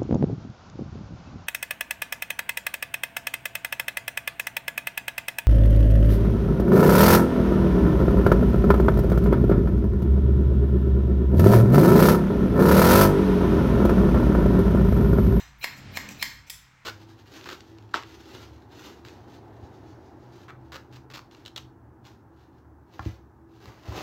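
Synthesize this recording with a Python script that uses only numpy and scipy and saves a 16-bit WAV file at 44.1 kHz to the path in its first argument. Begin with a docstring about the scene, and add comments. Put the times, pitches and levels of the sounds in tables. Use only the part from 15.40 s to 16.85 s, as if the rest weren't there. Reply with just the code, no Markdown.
"""Steel scissors cut hair close to a phone in a small, bare room.
First comes the fading echo of a cut made just before the start. Three cuts follow: each is a swelling
crunch of snapping hairs that ends in the clack of the handles, and then the blades rasp open.
Meanwhile a slow arm movement rustles a sleeve and stirs the room's low boom. Last, a light metal
clink leaves the blades ringing, and the boom sinks over a quiet background of air."""
import sys
import numpy as np
from scipy import signal
from scipy.fft import rfft, irfft
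from scipy.io import wavfile

SR = 44100
rng = np.random.default_rng(int(sys.argv[2]) if len(sys.argv) > 2 else 0)


def inscribe(sig):
    """Save sig as 16-bit PCM at rate SR to the path in sys.argv[1].

    A 1-D sig is mono; a 2-D sig holds one channel per row.
    Samples are clipped to [-1, 1] before scaling.
    """
    pcm = np.round(np.clip(np.atleast_2d(sig).T, -1, 1) * 32767)
    wavfile.write(sys.argv[1], SR, pcm.astype(np.int16))


N = 63945
LEAD_S = .2  # the sound begins this long before time 0

# The tones (modes) at which the scissors ring. Each row: pitch in Hz, seconds to fade by 60 dB (t60),
# then relative level in dB when struck, when closing and when sliding open.
SCISSOR_MODES = [(610, 0.0066, -12, -9, -26), (935, 0.007, -7.5, -3, 6), (1158, 0.0092, -11.5, -7.5, -41),
                 (1764, 0.0097, -6.5, -11.5, -20), (2190, .012, -3, -9.5, -25), (2428, 0.011, -13, 3, 8),
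                 (3264, 0.0092, -14, -11, -33), (3935, 0.008, -48, -1.5, -22.5),
                 (4230, 0.018, -14.5, -2, -28), (5206, 0.016, -19.5, -8.5, -9), (6110, 0.022, -29, -23, 1),
                 (8000, 0.063, -32, -19, 0.5)]


def cuts(t):
    """The edges slide, bite and crunch ever louder through the hair; the handles hit and bounce once."""
    # Each row: time the blades shut and crunch length in seconds, crunch level in dB, rasp pitch in Hz,
    # levels of hiss, clack and crack in dB, brightness of the clack in dB per octave.
    strokes = [(-.085, 0.023, -27.5, 2540, -33.5, -14.5, -22, -4),
               (0.2429, 0.035, -29.5, 2800, -39, -12, -27.5, -1.5),
               (.5722, 0.038, -32.5, 2460, -38.5, -14, -30.5, -1.5),
               (0.8264, 0.036, -31, 3850, -41.5, -10.5, -21, 1.5)]
    # The crack of steel on steel. Each row: frequency in Hz, relative level in dB.
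    crack_colour = [(150, -14.5), (600, -1), (1500, -16.5), (3000, 5.5), (6000, -2.5), (9300, -10.5),
                    (11500, -2), (14500, -1.5), (16000, -11)]
    # The faint sizzle as the edges begin to slide. Each row: frequency in Hz, relative level in dB.
    sizzle_colour = [(3000, -17), (9500, -21), (11500, -8), (14000, -1), (16000, -1.5)]
    slide_db, slide_s, bite_db, bite_s = -51.5, 0.077, -16.5, 0.018
    rise_db, release_s = 29, 0.002
    bounce_db, bounce_s, crack_s = -13.5, 0.0042, 0.0039
    crack, sizzle, out = colour(noise(), crack_colour), colour(noise(), sizzle_colour), 0
    for at, length, crunch_db, rasp_hz, hiss_db, clack_db, crack_db, tilt_db in strokes:
        age = t - at  # negative until the blades shut
        ring, hiss = friction([db + favour(hz, rasp_hz) for hz, _, _, db, _ in SCISSOR_MODES])
        slide = undb(slide_db) * bump(age + slide_s, 2 * slide_s) ** 2 * (age < 0) * sizzle
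        bite = undb(bite_db) * bump(age + length, bite_s)  # the edges first catch the hair
        grip = np.clip((age + length) / bite_s, 0, 1)
        release = np.exp(-np.maximum(age, 0) / release_s)
        swell = grip * undb(rise_db * np.minimum(age, 0) / length) * release
        crunch = (swell + bite) * undb(crunch_db) * ring + swell * undb(hiss_db) * hiss
        hit = undb(clack_db) * (clack(age, tilt_db) + undb(bounce_db) * clack(age - bounce_s, tilt_db))
        out = out + slide + crunch + hit + undb(crack_db) * fade(age, crack_s) * crack
    return out


def clack(age, tilt_db):
    """The handles meet and ring the hand-damped scissors; neighbouring tones swing opposite ways."""
    pivot_hz = 2150  # brightness tilts around this pitch
    return radiate(sum((-1) ** k * undb(db + tilt_db * np.log2(hz / pivot_hz)) * mode(age, hz, t60)
                       for k, (hz, t60, db, _, _) in enumerate(SCISSOR_MODES)))


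def friction(levels_db):
    """Many tiny snaps along the edges: returns the ring they raise in the blades, and their own hiss."""
    # The hiss of the edges. Each row: frequency in Hz, relative level in dB.
    edge_colour = [(200, -34.5), (1200, -21), (3000, 7), (5500, 8), (7500, 14), (9300, -13), (11500, 8),
                   (14500, 3.5), (16000, 6.5)]
    snaps_per_s, spread_db = 4000, 3
    n = len(clock())
    snaps = (rng.random(n) < snaps_per_s / SR) * rng.choice([-1, 1], n)
    snaps = snaps * undb(spread_db * np.minimum(rng.exponential(size=n), 4))  # a few are much louder
    age = np.arange(SR // 20) / SR
    body = sum((-1) ** k * undb(db) * unit(mode(age, hz, t60))
               for k, ((hz, t60, *_), db) in enumerate(zip(SCISSOR_MODES, levels_db)))
    ring = unit(signal.fftconvolve(snaps, radiate(body))[:n])
    return ring, colour(unit(snaps) + noise() / 2, edge_colour)


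def favour(hz, rasp_hz):
    """The point of contact drives tones near one pitch hardest: 7.5 dB less for each octave away."""
    return -7.5 * abs(np.log2(hz / rasp_hz))


def radiate(x):
    """So small a body gives off little bass."""
    return signal.sosfilt(signal.butter(2, 375, "high", fs=SR, output="sos"), x)


def openings(t):
    """The blades rasp softly over each other as they open."""
    # Each row: start and length in seconds, ring level in dB, rasp pitch in Hz, hiss level in dB.
    slides = [(0.356, 0.049, -61, 3000, -55.5), (0.687, 0.0075, -37, 3300, -40.5),
              (0.694, 0.039, -53, 6000, -49.5), (1.063, 0.032, -55, 4300, -59.5)]
    out = 0
    for at, length, ring_db, rasp_hz, hiss_db in slides:
        ring, hiss = friction([db + favour(hz, rasp_hz) for hz, *_, db in SCISSOR_MODES])
        out = out + bump(t - at, length) * (undb(ring_db) * ring + undb(hiss_db) * hiss)
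    return out


def clink(t):
    """Two quick, bright touches of metal leave the blades ringing thinly."""
    # The touches. Each row: start in seconds, level in dB.
    touches = [(1.098, -32), (1.1015, -28.5)]
    # Their bright noise. Each row: frequency in Hz, relative level in dB.
    touch_colour = [(300, -11), (700, -22), (1100, -27), (2100, 6.5), (2900, -2), (3550, 5), (4300, -2.5),
                    (5100, 5), (5800, -1), (6500, -9), (7800, -2), (9500, -7.5), (13000, -3.5),
                    (16000, -6.5)]
    # The tones of the free blades. Each row: pitch in Hz, t60 in seconds, relative level in dB.
    blade_tones = [(7811, .22, -8), (8441, .28, -6), (10508, .3, 0), (11200, .35, -14)]
    ring_db, last_touch_s = -47, touches[-1][0]
    bursts = sum(undb(db) * fade(t - at, decay_s=0.0029) for at, db in touches)
    ring = sum(undb(ring_db + db) * mode(t - last_touch_s, hz, t60) for hz, t60, db in blade_tones)
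    return colour(noise(), touch_colour) * bursts + ring


def room(x):
    """The bare walls return a smooth echo in which the treble dies first."""
    # Each row: centre of a band in Hz, t60 in seconds, echo level in dB.
    bands = [(150, 0.56, 8), (470, 0.46, -7), (1140, 0.58, -2.5), (1520, 0.54, -1), (2140, 0.45, -4),
             (4100, 0.41, -3), (7170, 0.43, 0.5), (9260, 0.12, -13), (12960, 0.32, -3.5)]
    build_s = 0.003
    age = np.arange(SR) / SR
    white, f = rfft(rng.standard_normal(SR)), np.maximum(np.fft.rfftfreq(SR, 1 / SR), 1)
    centres, tail = np.log([row[0] for row in bands]), 0
    for share, (_, t60, db) in zip(np.eye(len(bands)), bands):
        band = irfft(white * np.interp(np.log(f), centres, share), SR)
        rate = np.log(1000) / t60
        tail = tail + undb(db) * np.sqrt(2 * rate / SR) * band * np.exp(-rate * age)
    return signal.fftconvolve(x, tail * (1 - np.exp(-age / build_s)))[:len(x)]


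def background(t):
    """Room air and low boom; one slow arm movement rustles the sleeve and stirs the boom."""
    # The room's low tones. Each row: pitch in Hz, t60 in seconds, steady and stirred levels in dB.
    low_tones = [(58.1, 1, -58.5, -95), (94.04, 0.35, -65, -52.5), (132.24, 0.39, -59.5, -59),
                 (202.4, 0.48, -77, -53), (286.4, 0.5, -76.5, -55.5)]
    # The rustle of the sleeve. Each row: frequency in Hz, relative level in dB.
    sleeve_colour = [(60, -14), (200, 11), (400, -2.5), (1000, -4.5), (2200, -4), (5000, -11), (9000, -29),
                     (16000, -65)]
    # The steady hush of the air. Each row: frequency in Hz, relative level in dB.
    air_colour = [(30, -22.5), (60, -2.5), (140, -3), (300, -15.5), (600, -16.5), (950, -7.5), (1500, -6),
                  (2200, -5.5), (3200, -15), (7000, -22.5), (10000, -37.5), (16000, -36)]
    peak_s, rise_s, fall_s = .6, .17, 0.18
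    rest_at_s, rest_fade_s, rest_db = 1.137, 0.079, -7  # the boom sinks when the arms come to rest
    sleeve_db, air_db = -46.5, -60
    move = np.exp(-((t - peak_s) / np.where(t < peak_s, rise_s, fall_s)) ** 2 / 2)
    boom = sum(resonate(noise(), hz, t60) * (undb(steady_db) + undb(stirred_db) * move)
               for hz, t60, steady_db, stirred_db in low_tones)
    rest = undb(rest_db * np.clip((t - rest_at_s) / rest_fade_s, 0, 1))
    sleeve = undb(sleeve_db) * move * colour(noise(), sleeve_colour)
    return rest * boom + sleeve + undb(air_db) * colour(noise(), air_colour)


def undb(db):
    """Turn decibels into a gain."""
    return 10 ** (np.asarray(db) / 20)


def clock():
    """The time of every sample in seconds, with the lead-in."""
    return np.arange(-int(LEAD_S * SR), N) / SR


def unit(x):
    """Scale to an average (rms) level of 1."""
    return x / np.sqrt(np.mean(x ** 2))


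def noise():
    """White noise over the whole scene."""
    return rng.standard_normal(len(clock()))


def colour(x, points):
    """Shape a steady sound's bass and treble along (Hz, dB) points, at level 1."""
    hz, db = np.array(points).T
    f = np.maximum(np.fft.rfftfreq(len(x), 1 / SR), 1)
    gain = undb(np.interp(np.log(f), np.log(hz), db))
    return unit(irfft(rfft(x) * gain, len(x)))


def mode(age, hz, t60):
    """A pure tone that starts at age 0 and fades by 60 dB in t60 seconds."""
    age = np.maximum(age, 0)
    return np.sin(2 * np.pi * hz * age) * np.exp(-np.log(1000) * age / t60)


def resonate(x, hz, t60):
    """Keep one tone ringing with a steady sound, at level 1."""
    return unit(signal.fftconvolve(x, mode(np.arange(SR // 2) / SR, hz, t60))[:len(x)])


def fade(age, decay_s):
    """A sudden start at age 0 that dies away."""
    return (age >= 0) * np.exp(-np.abs(age) / decay_s)


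def bump(age, length):
    """A smooth rise and fall that starts at age 0."""
    return np.sin(np.pi * np.clip(age / length, 0, 1))


def scene():
    """The scissors in the room, in mono."""
    clink_echo_db = 2  # the clink points away from the phone, so more of it comes by way of the room
    t = clock()
    snips, metal = cuts(t) + openings(t), clink(t)
    echo = room(snips + undb(clink_echo_db) * metal)
    return (snips + metal + echo + background(t))[None, -N:]


def record(dry):
    """The phone cuts off the highest treble."""
    top_hz = 15900
    return signal.sosfilt(signal.ellip(10, .2, 80, top_hz, fs=SR, output="sos"), dry)


dry = scene()
out = record(dry)
inscribe(out)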